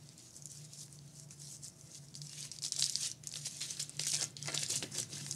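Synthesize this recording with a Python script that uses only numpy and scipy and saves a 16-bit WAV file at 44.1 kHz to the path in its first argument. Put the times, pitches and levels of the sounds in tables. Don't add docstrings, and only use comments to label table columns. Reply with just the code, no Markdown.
import sys
import numpy as np
from scipy import signal
from scipy.fft import rfft, irfft, next_fast_len
from scipy.io import wavfile
from scipy.ndimage import uniform_filter1d, map_coordinates

SR = 44100
rng = np.random.default_rng(int(sys.argv[2]) if len(sys.argv) > 2 else 0)


def inscribe(sig):
    pcm = np.round(np.clip(np.atleast_2d(sig).T, -1, 1) * 32767)
    wavfile.write(sys.argv[1], SR, pcm.astype(np.int16))


N = 236328
TIME = np.arange(N) / SR


def amp(db):
    return 10 ** (np.asarray(db) / 20)


def unit(x):
    return x / np.sqrt(np.mean(x ** 2) + 1e-20)


def along(points, hz):
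    f, v = np.transpose(points)
    return np.interp(np.log(hz + 1), np.log(f + 1), v)


def level(rows):
    return amp(np.interp(TIME, *np.transpose(rows), left=-120))


def wobble(rate):
    knots = rng.standard_normal(int(N * rate / SR) + 4)
    fine = map_coordinates(knots, [np.arange(6 * len(knots)) / 6])
    return unit(np.interp(TIME * rate * 6, np.arange(len(fine)), fine))


def filtered(x, response):
    m = next_fast_len(N + SR // 2)
    return irfft(rfft(x, m) * response(np.fft.rfftfreq(m, 1 / SR)), m)[:N]


def coloured(x, spectrum, size=2048):
    cepstrum = irfft(np.log(amp(along(spectrum, np.fft.rfftfreq(size, 1 / SR)))))
    cepstrum[1:size // 2] *= 2
    cepstrum[size // 2:] = 0
    response = irfft(np.exp(rfft(cepstrum)))
    return signal.oaconvolve(x, response / np.linalg.norm(response))[:N]


def add(track, s, sound):
    part = track[max(round(s * SR), 0):][:len(sound)]
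    part += sound[:len(part)]


def grains(rate, spread_db, centre_hz, scatter, cycles, size=56):
    count = int(rate * N / SR)
    when, strength, pitch = rng.random((count, 3)).T
    hz = np.clip(centre_hz * np.exp(scatter * (2 * pitch - 1)), 200, SR / 3)[:, None]
    turns = (hz * np.arange(size) / SR).astype(np.float32)
    gain = amp(spread_db * np.minimum(-np.log(1 - strength), 3.5))
    ring = np.sin(2 * np.pi * turns) * np.exp(-turns / cycles)
    rings = gain[:, None] * np.sqrt(hz) * ring
    at = (when * N).astype(int)[:, None] + np.arange(size)
    return unit(np.bincount(at.ravel(), rings.ravel(), N)[:N])


# time of full strength in seconds, attack in seconds per 20 dB,
# hold in seconds, then the drive in dB of the crinkle, of the bending flaps and of the scrape on the shell.
FINGER_STROKES = [(-0.004, 0.042, 0.13, -64, -70, -75), (0.184, 0.036, 0.098, -59.5, -66.5, -92),
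                  (0.37, 0.16, 0.023, -56.5, -83, -91), (0.533, 0.13, 0.049, -52, -88, -93),
                  (0.602, 0.097, 0.049, -58, -64, -83), (0.722, 0.045, 0.027, -55.5, -65, -93),
                  (0.8, 0.084, 0.033, -48.5, -81, -92), (0.912, 0.045, 0.034, -58, -79, -90),
                  (1.02, 0.055, 0.1, -65, -73, -97), (1.18, 0.13, 0.046, -56.5, -75, -90),
                  (1.307, 0.013, 0.017, -55, -80, -73), (1.416, 0.071, 0.14, -51, -87, -89),
                  (1.647, 0.048, 0.024, -49.5, -77, -81), (1.8, 0.097, 0.15, -60.5, -78, -76.5),
                  (1.949, 0.064, 0.025, -52.5, -66, -87), (2.032, .04, 0.075, -63.5, -74, -88),
                  (2.155, 0.007, 0.0069, -49, -85, -86), (2.218, 0.011, 0.12, -55.5, -65, -90),
                  (2.378, 0.11, 0.081, -49.5, -53, -72.5), (2.527, 0.0093, 0.03, -54.5, -60, -95),
                  (2.642, 0.026, 0.021, -40.5, -55, -73), (2.723, 0.0045, 0.013, -49, -49, -85),
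                  (2.791, 0.041, 0.027, -39, -50.5, -81), (2.83, 0.011, 0.034, -38, -47, -81),
                  (2.882, .04, 0.062, -47.5, -56, -85), (2.962, .002, 0.031, -43.5, -56, -79),
                  (3.033, 0.063, 0.032, -37, -43, -60.5), (3.236, 0.0092, 0.11, -60.5, -66, -79),
                  (3.36, 0.044, 0.02, -48, -52.5, -68), (3.463, 0.076, 0.011, -41, -52.5, -76),
                  (3.53, 0.11, 0.13, -50, -59.5, -71), (3.608, 0.0054, 0.037, -43.5, -46, -68),
                  (3.695, 0.074, 0.031, -45, -51.5, -67), (3.76, .02, 0.044, -51.5, -65, -62.5),
                  (3.797, 0.004, 0.0096, -38.5, -43, -63), (3.878, .01, 0.13, -60.5, -62, -76),
                  (3.993, 0.003, 0.015, -41, -43.5, -68), (4.041, .002, 0.016, -49, -46.5, -80),
                  (4.068, 0.0035, 0.025, -36.5, -47.5, -83), (4.135, 0.02, 0.021, -36, -42, -57),
                  (4.186, 0.011, 0.042, -44.5, -49.5, -56), (4.218, 0.0067, 0.014, -39.5, -46.5, -56.5),
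                  (4.37, 0.004, .1, -61, -57, -82), (4.438, .005, 0.046, -51, -60, -61.5),
                  (4.48, 0.006, 0.02, -47.5, -45, -48), (4.518, .02, .02, -52, -51, -52),
                  (4.544, 0.003, 0.0089, -41.5, -40.5, -57), (4.599, 0.05, 0.041, -40, -47, -60),
                  (4.7, 0.028, 0.069, -37, -47, -58.5), (4.829, 0.012, 0.0045, -44, -49, -53.5),
                  (4.95, 0.057, 0.019, -43, -52, -58.5), (4.984, 0.012, 0.013, -35.5, -45, -56.5),
                  (5.135, 0.062, 0.08, -47, -52.5, -61), (5.245, 0.065, 0.096, -50.5, -60.5, -72)]
RELEASE_S = 0.056


def strokes():
    power = np.zeros((3, N))
    for s, attack, hold, *drive_db in FINGER_STROKES:
        before = np.maximum(s - TIME, 0) / max(attack, .002)
        after = np.maximum(TIME - s - hold, 0) / RELEASE_S
        away = before + after
        near = away < 4
        power[:, near] += np.outer(amp(drive_db), amp(-20 * away[near])) ** 2
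    return np.sqrt(power)


# frequency in Hz, relative level in dB.
BRUSH_COLOUR = [(300, -34), (1500, -17.5), (3000, -17), (4500, -4), (6000, 5.5), (7500, 3), (9500, 1.5),
                (10800, -1), (12500, -9), (15500, -22)]
# frequency in Hz, relative level in dB.
FOIL_COLOUR = [(300, -36), (1200, -44), (2500, -11), (3600, -6), (4800, -0.5), (6500, 2.5), (8500, 2),
               (10000, -3), (12000, -11.5), (15500, -21)]
RESTING_DB = -74.5


def crinkle(drive, brush_db=1.5, crackle_db=-1.5, firm_db=-42, grit_db=1.5, clump_db=1.5, tick_db=-5.0):
    stroke = np.hypot(drive, amp(RESTING_DB))
    firm = stroke / (stroke + amp(firm_db))
    gritty = rng.standard_normal(N) * amp(grit_db * wobble(900))
    hiss = unit(coloured(gritty, BRUSH_COLOUR))
    ticks = grains(rate=130, spread_db=3.5, centre_hz=6000, scatter=.45, cycles=1.5, size=96)
    brush = amp(brush_db) * hiss + amp(tick_db) * unit(coloured(ticks, BRUSH_COLOUR))
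    crackle = grains(rate=2000, spread_db=2.5, centre_hz=5730, scatter=0.58, cycles=1.2, size=80)
    foil = amp(crackle_db) * unit(coloured(crackle, FOIL_COLOUR))
    touch = np.sqrt(1 - firm) * brush + np.sqrt(firm) * foil
    return stroke * touch * amp(clump_db * wobble(110))


# start in seconds, level in dB before gain_db, facet pitch in Hz,
# level of the shell's tick in dB relative to the snap before shell_db, ring's t60 in seconds.
CREASES = [(0.09, -49.5, 4950, -25, 0.0078), (.1795, -46, 7400, -25, 0.0047), (.193, -47, 8150, -30, .004),
           (.3558, -48, 7250, -30, 0.0045), (.365, -43.5, 8700, -17, .005), (0.374, -42, 7600, -30, 0.0032),
           (.4228, -42.5, 6660, -24, 0.0057), (.4565, -36.5, 7080, -38, 0.0088),
           (.471, -45, 6600, -30, .005), (0.5138, -47, 8100, -30, .004), (0.5175, -38.5, 7300, -35, 0.0047),
           (0.7343, -36, 6030, -39, 0.0028), (0.881, -49, 6000, -8, 0.0017),
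           (.927, -41.5, 8700, -21, 0.0036), (.9893, -50, 4570, -40, 0.0073),
           (1.078, -46, 6840, -22, 0.0021), (1.198, -41, 6700, -22, 0.0035),
           (1.3084, -42, 6000, -12, 0.0045), (1.2885, -50.5, 6540, -25, 0.003),
           (1.4004, -44, 8450, -28, 0.0047), (1.4187, -43, 6400, -16, 0.0048),
           (1.5243, -44, 7200, -28, 0.0038), (1.542, -48, 5900, -25, .005),
           (1.644, -40.5, 6300, -28, 0.0055), (1.649, -40, 8300, -30, 0.006),
           (1.6776, -46, 7100, -30, .004), (1.6828, -41, 6960, -30, 0.0048),
           (1.8113, -45.5, 6200, -28, 0.0058), (1.9475, -41, 5930, -28, .004),
           (1.953, -44.5, 5080, -33, 0.0035), (2.085, -48, 5330, -30, .005),
           (2.142, -46.5, 4550, -19, 0.0067), (2.153, -36.5, 5100, -30, 0.0035),
           (2.2173, -31.5, 5080, -26.5, 0.003), (2.27, -43, 5800, -40, 0.0045),
           (2.2947, -40, 5270, -23, 0.0036), (2.332, -39, 5000, -13.5, 0.0038),
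           (2.407, -38.5, 8500, -28, 0.0038), (2.428, -36, 5070, -29, 0.0046),
           (2.4525, -40, 9200, -6.5, 0.0045), (2.5154, -36.5, 5540, -18.5, 0.0079),
           (2.519, -38, 5500, -22, .005), (2.5638, -45.5, 4960, -32, 0.0054),
           (2.5873, -39, 4750, -18, 0.0073), (2.622, -32.5, 5300, -20, 0.0037),
           (2.6302, -35, 6960, -30, .004), (2.639, -28.5, 5070, -26, 0.0058),
           (2.6493, -29.5, 4900, -25, 0.0047), (2.6538, -32, 6000, -20, .003),
           (2.6632, -30, 5000, -19.5, 0.0038), (2.6823, -34, 6240, -30, 0.0028),
           (2.7216, -23, 5730, -45, 0.0038), (2.7419, -34, 6500, -32, .004),
           (2.7634, -28.5, 6030, -21, 0.0038), (2.7664, -33, 4900, -28, 0.0032),
           (2.7897, -32, 5500, -25, .003), (2.7947, -20.5, 5300, -23, .0018),
           (2.802, -28, 8300, -43, 0.0031), (2.8095, -27, 7440, -38, 0.0044),
           (2.8238, -18, 4170, -19.5, 0.0034), (2.8256, -27, 4360, -17, 0.0035),
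           (2.833, -28, 5500, -33, .003), (2.858, -29, 5330, -35, .004), (2.8411, -23, 5230, -45, 0.0053),
           (2.863, -27, 5300, -30, 0.004), (2.897, -24.5, 6160, -43, 0.0039), (2.924, -35, 5850, -28, .003),
           (2.935, -36, 5150, -30, 0.0033), (2.9555, -21.5, 4840, -29, 0.005),
           (3.013, -36, 5500, -25, .004), (3.032, -32.5, 4500, -30, .004), (3.1, -39, 7000, -33, .003),
           (3.1153, -32, 5830, -38, 0.0056), (3.2379, -40.5, 7150, -13, 0.0043),
           (3.272, -28, 6800, -45, 0.0058), (3.291, -37.5, 6600, -30, .005),
           (3.3161, -40.5, 4960, -28, 0.0045), (3.3248, -37, 6840, -16, .005),
           (3.339, -36, 4740, -9, 0.0067), (3.3571, -31.5, 3700, -14, 0.0028),
           (3.365, -35, 5400, -10, 0.0044), (3.3717, -36.5, 6340, -27, 0.0041),
           (3.4665, -36, 6730, -6, 0.0035), (3.471, -33, 7000, -14, 0.003), (3.5456, -42, 7050, -30, .003),
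           (3.6154, -34, 6700, -6.5, 0.0044), (3.7077, -32, 6130, -36, 0.007),
           (3.7696, -35, 4950, -22, 0.0022), (3.7994, -43, 5000, -3, 0.0057),
           (3.8056, -43, 6900, -18, .004), (3.824, -33, 7600, -28, .003), (3.828, -31.5, 7300, -36, 0.004),
           (3.8948, -33, 8700, -23, 0.0026), (3.969, -44, 6500, -28, 0.005),
           (3.995, -29, 4480, -7.5, 0.0039), (3.9961, -31, 4900, -10, 0.0065),
           (4.007, -39, 6060, -25, .005), (4.0355, -27, 5650, -15, 0.0029), (4.0498, -34, 6740, -25, .005),
           (4.0564, -33, 5900, -27, 0.006), (4.0684, -22.5, 7400, -14.5, 0.0022),
           (4.0846, -29, 7740, -31, .004), (4.1024, -25.5, 6100, -30, .003), (4.116, -34, 6000, -35, .004),
           (4.1187, -25.5, 5300, -42, .004), (4.1218, -30, 6500, -35, .003), (4.135, -29, 5800, -17, .004),
           (4.1455, -25.5, 5750, -25, 0.0047), (4.152, -27, 5800, -25, .004),
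           (4.165, -31, 5450, -28, 0.0036), (4.1719, -30, 6300, -30, 0.0034),
           (4.2111, -28.5, 5470, -30, 0.0054), (4.219, -32, 5040, -7, .002),
           (4.2279, -24.5, 5340, -12, 0.0023), (4.2306, -33, 5370, -9, 0.0046),
           (4.2412, -28.5, 6700, -18, 0.0082), (4.307, -49, 7500, -20, 0.004),
           (4.3673, -37.5, 4300, -17, 0.0073), (4.4265, -32, 6140, -29, 0.0043),
           (4.4585, -34.5, 5540, -6, 0.003), (4.4742, -32, 6240, -14, 0.0039),
           (4.4822, -35.5, 4860, -3, 0.0076), (4.52, -35, 5900, -20, .004), (4.5295, -38, 4200, -18, .004),
           (4.5469, -27.5, 7140, -11, 0.0067), (4.5761, -25, 3720, -44, 0.0056),
           (4.6323, -28, 4730, -9.5, 0.0034), (4.6349, -27, 7240, -34, 0.0057),
           (4.6633, -30, 4900, -32, 0.0037), (4.687, -40, 7450, -17, .005), (4.701, -32, 7600, -28, .004),
           (4.7046, -27, 7700, -36, 0.0035), (4.7235, -32, 6450, -30, .004),
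           (4.757, -27, 6900, -30, 0.0034), (4.761, -26, 7900, -34, 0.0051),
           (4.8255, -23.5, 3300, -8, 0.0013), (4.8415, -42, 3200, -10, .005), (4.943, -41, 6050, -20, .005),
           (4.984, -29, 7700, -26, 0.0044), (4.9854, -39, 3400, -25, 0.0093),
           (4.9998, -30, 8200, -32, 0.0092), (5.0296, -31.5, 5900, -13.5, 0.0042),
           (5.1312, -37, 4900, -21, 0.0044), (5.156, -42, 5330, -20, 0.0056),
           (5.1816, -35.5, 6900, -30, .005), (5.2644, -29.5, 5430, -11, 0.0029),
           (5.311, -24.5, 6650, -43, 0.0021), (5.313, -35, 6600, -38, 0.0074),
           (5.325, -33, 5160, -24, 0.0054), (5.3474, -40, 7600, -32, 0.0041)]
# frequency in Hz, relative level in dB.
CONTACT_COLOUR = [(40, -71), (120, -18), (240, -17), (370, -5.5), (480, -2.5), (680, -3.5), (1000, -5.5),
                  (1400, -3), (2100, 2), (2800, 2), (4000, -4.5), (9000, -52)]


def snaps(upper=1.503, upper_db=-7, crack_db=-7.5, shiver_db=-18, shiver_t60=0.032, gain_db=8,
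          shell_db=-8.0, cutoff=0.62, reach=2.02, click_db=-9, click_s=.00036):
    facets, sheet, shell = np.zeros((3, N))
    t = np.arange(SR // 30) / SR
    rise = 1 - np.exp(-(t / .00011) ** 2)
    ticking = amp(shell_db - 60 * t / 0.012)
    flash = (t / click_s) ** 2 * np.exp(1 - (t / click_s) ** 2)
    for s, db, hz, under_db, t60 in CREASES:
        ringing = rise * amp(-60 * t / t60)
        burst = np.hypot(amp(crack_db) * ringing, amp(shiver_db - 60 * t / shiver_t60))
        crack, tick = rng.standard_normal((2, len(t)))
        second_hz = min(hz * upper, 10000) * np.exp(0.091 * rng.standard_normal())
        ring = np.sin(2 * np.pi * hz * t) + amp(upper_db) * np.sin(2 * np.pi * second_hz * t)
        turns = hz * click_s * (3 - 4 * click_s / (t + click_s))
        click = amp(click_db) * flash * np.sin(2 * np.pi * turns)
        band_hz = [min(cutoff * hz, SR / 5), min(reach * hz, SR / 2.4)]
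        thin = signal.butter(2, band_hz, "band", fs=SR)
        add(facets, s, amp(db) * signal.lfilter(*thin, ring * ringing + click))
        add(sheet, s, amp(db) * signal.lfilter(*thin, crack * burst))
        add(shell, s, amp(db + under_db) * tick * ticking)
    return amp(gain_db) * (facets + coloured(sheet, FOIL_COLOUR) + coloured(shell, CONTACT_COLOUR))


# frequency in Hz, relative level in dB.
FLAP_COLOUR = [(400, -27), (1000, -24.5), (1800, -11), (2800, -3.5), (4000, 2), (5500, 1), (9000, -38)]


def folds(drive, rub_db=-3, gain_db=0, clump_db=2.0):
    flips = grains(rate=1800, spread_db=2, centre_hz=3034, scatter=0.654, cycles=1.5, size=96)
    rub = amp(rub_db) * rng.standard_normal(N)
    texture = unit(coloured(flips + rub, FLAP_COLOUR))
    return texture * drive * amp(gain_db + clump_db * wobble(90))


# frequency in Hz, relative level in dB, t60 in seconds.
SHELL_MODES = [(182, -18, 0.073), (319, -1, 0.13), (366, 3.5, 0.091), (507, -5.5, 0.078), (661, 2, 0.058),
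               (725, -3, 0.083), (1385, -2, 0.18), (1784, 9, 0.029), (2080, 10.5, 0.054), (2664, 9, 0.053),
               (3280, -13, .04)]


def scrape(drive, rub_db=-2, gain_db=-1, clump_db=2.5, ring_db=-2):
    slips = grains(rate=600, spread_db=2.5, centre_hz=1180, scatter=0.98, cycles=0.22, size=160)
    rub = amp(rub_db) * rng.standard_normal(N)
    texture = unit(coloured(slips + rub, CONTACT_COLOUR))
    contact = texture * drive * amp(gain_db + clump_db * wobble(60))
    t = np.arange(SR // 6) / SR
    ring = sum(amp(db - 60 * t / t60) * np.sin(2 * np.pi * hz * t) for hz, db, t60 in SHELL_MODES)
    hollow = unit(signal.fftconvolve(contact, ring)[:N]) * contact.std()
    return contact + amp(ring_db) * hollow


def flexing(x, patchy_db=2.5, size=512):
    z = signal.stft(x, nperseg=size)[2]
    field = uniform_filter1d(rng.standard_normal(z.shape), size=5, axis=0)
    field = uniform_filter1d(field, size=7, axis=1)
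    return unit(signal.istft(z * amp(patchy_db * unit(field)), nperseg=size)[1][:N]) * x.std()


# start in seconds, level in dB before the thud's and modes' own gains,
# frequency in Hz of the modes that the spot favours.
SHELL_KNOCKS = [(2.781, -49.5, 700), (3.997, -45, 750), (4.054, -55, 1400), (4.135, -48, 700),
                (4.147, -47, 620), (4.2195, -43, 1400), (4.228, -38.5, 745), (4.483, -39, 633),
                (4.498, -41, 600), (4.531, -48, 600), (4.5388, -39.5, 1400), (4.548, -44, 750),
                (4.700, -42.5, 367), (4.826, -42, 405), (4.839, -36, 343), (4.954, -43, 356),
                (4.965, -45.5, 300), (5.132, -50.5, 300)]


def knocks(gain_db=-8, octave_db=-7.5, thud_db=-1, thud_t60=0.0087, thud_reach=1.9):
    track, t = np.zeros(N), np.arange(SR // 4) / SR
    rise = 1 - np.exp(-t / 0.00038)
    for s, db, spot_hz in SHELL_KNOCKS:
        pad = signal.butter(2, [spot_hz / thud_reach, spot_hz * thud_reach], "band", fs=SR)
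        thud = unit(signal.lfilter(*pad, rng.standard_normal(len(t))))
        add(track, s, amp(db + thud_db - 60 * t / thud_t60) * rise * thud)
        for hz, mode_db, t60 in SHELL_MODES:
            strength, shift = rng.standard_normal(2)
            spot_db = octave_db * abs(np.log2(hz / spot_hz))
            ring = np.sin(2 * np.pi * hz * (1 + 0.0061 * shift) * t) * rise
            add(track, s, amp(db + gain_db + mode_db + spot_db + strength - 60 * t / t60) * ring)
    return track


# start in seconds, level in dB.
PALM_THUMPS = [(2.19, -62), (2.826, -55)]


def thumps(push_hz=55, push_s=0.0069):
    track, t = np.zeros(N), np.arange(SR // 8) / SR
    push = np.sin(2 * np.pi * push_hz * t) * t / push_s * np.exp(1 - t / push_s)
    for s, db in PALM_THUMPS:
        add(track, s, amp(db) * push)
    return track


# time in seconds, level in dB before gain_db.
SLEEVE_LEVEL = [(3.7, -66), (4.2, -61.5), (4.72, -57), (4.84, -50.5), (5.05, -55.5), (5.36, -54.5)]
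# frequency in Hz, relative level in dB.
CLOTH_COLOUR = [(30, -41), (70, -35), (110, 6.5), (170, 1), (350, -9.5), (600, -20), (2000, -28.5)]


def sleeves(gain_db=-1):
    return unit(coloured(rng.standard_normal(N), CLOTH_COLOUR)) * level(SLEEVE_LEVEL) * amp(gain_db)


# frequency in Hz, t60 in seconds.
ROOM_DECAY = [(200, 0.16), (3000, 0.44), (12000, 0.024)]


def room(x, wet_db=-18, near_db=-14, count=10):
    hz, t, z = signal.stft(rng.standard_normal(SR // 3), SR, nperseg=256)
    tail = signal.istft(z * amp(-60 * t / along(ROOM_DECAY, hz)[:, None]), SR, nperseg=256)[1]
    tail = np.pad(tail, (SR // 250, 0))
    late = signal.fftconvolve(x, tail / np.linalg.norm(tail))[:N]
    early = np.zeros(N)
    for delay in rng.uniform(.0006, .007, count):
        add(early, delay, x * wobble(2.91))
    return x + amp(near_db) * early / np.sqrt(count) + amp(wet_db) * late


def wavering(centre_hz, wander_hz):
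    return unit(np.sin(2 * np.pi * np.cumsum(centre_hz + wander_hz * wobble(18)) / SR))


# time in seconds, level in dB before its quick waver.
DRONE_LEVEL = [(0, -59), (.25, -77), (.45, -59.5), (.62, -58.5), (.9, -60.5), (1.25, -59.5), (1.41, -57),
               (1.55, -62), (2.05, -62.5), (2.24, -54), (2.62, -66), (2.78, -59), (2.9, -61.5),
               (3.1, -66.5), (3.4, -57), (3.6, -66), (3.9, -55), (4.05, -59.5), (4.18, -50.5),
               (4.32, -59.5), (4.49, -51), (4.66, -59), (5.15, -59.5), (5.29, -48.5), (5.36, -55)]
# frequency in Hz, level in dB rms before its flutter.
MAINS_LINES = [(60, -86), (120, -70), (239, -76)]
# frequency in Hz, relative level in dB.
AIR_COLOUR = [(25, -13), (50, -6.5), (85, -1), (175, 5.5), (210, -4.5), (265, -7), (315, 0), (400, -9.5),
              (600, -11), (900, -16), (2000, -21), (4000, -21), (6000, -18.5), (16000, -22.5)]
THROB_PER_S, THROB_CREST_S = 5.03, .038
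THROB_DEPTH = 0.65


def hum(drone_db=0, waver_db=2.0, whine_db=-83.0, air_db=-62.5, flutter_db=2.5, flicker_db=2.1):
    beat = np.exp(2j * np.pi * THROB_PER_S * (TIME - THROB_CREST_S))
    throb = unit(np.abs(1 + THROB_DEPTH * beat))
    drone = wavering(centre_hz=145.2, wander_hz=2.76) * throb
    drone *= level(DRONE_LEVEL) * amp(drone_db + waver_db * wobble(20))
    whine = wavering(centre_hz=656, wander_hz=2.76) * amp(whine_db + flicker_db * wobble(9))
    mains = np.zeros(N)
    for hz, db in MAINS_LINES:
        line = np.sqrt(2) * np.sin(2 * np.pi * (hz * TIME + rng.random()))
        mains += amp(db + flutter_db * wobble(9)) * line
    rush = filtered(rng.standard_normal(N), lambda hz: amp(along(AIR_COLOUR, hz)))
    return drone + whine + mains + amp(air_db) * unit(rush)


def scene():
    grip, bend, drag = strokes()
    small_facets = flexing(crinkle(grip), patchy_db=2.15)
    broad_foil = flexing(folds(bend) + scrape(drag), patchy_db=3.0)
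    hands = room(small_facets + broad_foil + snaps() + knocks())
    return (hands + thumps() + sleeves() + hum())[None]


TOP_HZ = 15750


def record(dry):
    # frequency in Hz, response in dB
    microphone = [(25, -15.5), (80, 2.0), (9000, -2.0), (12000, -7.0), (15500, -10.5)]
    return filtered(dry[0], lambda hz: amp(along(microphone, hz)) * (hz < TOP_HZ))[None]


dry = scene()
out = record(dry)
inscribe(out)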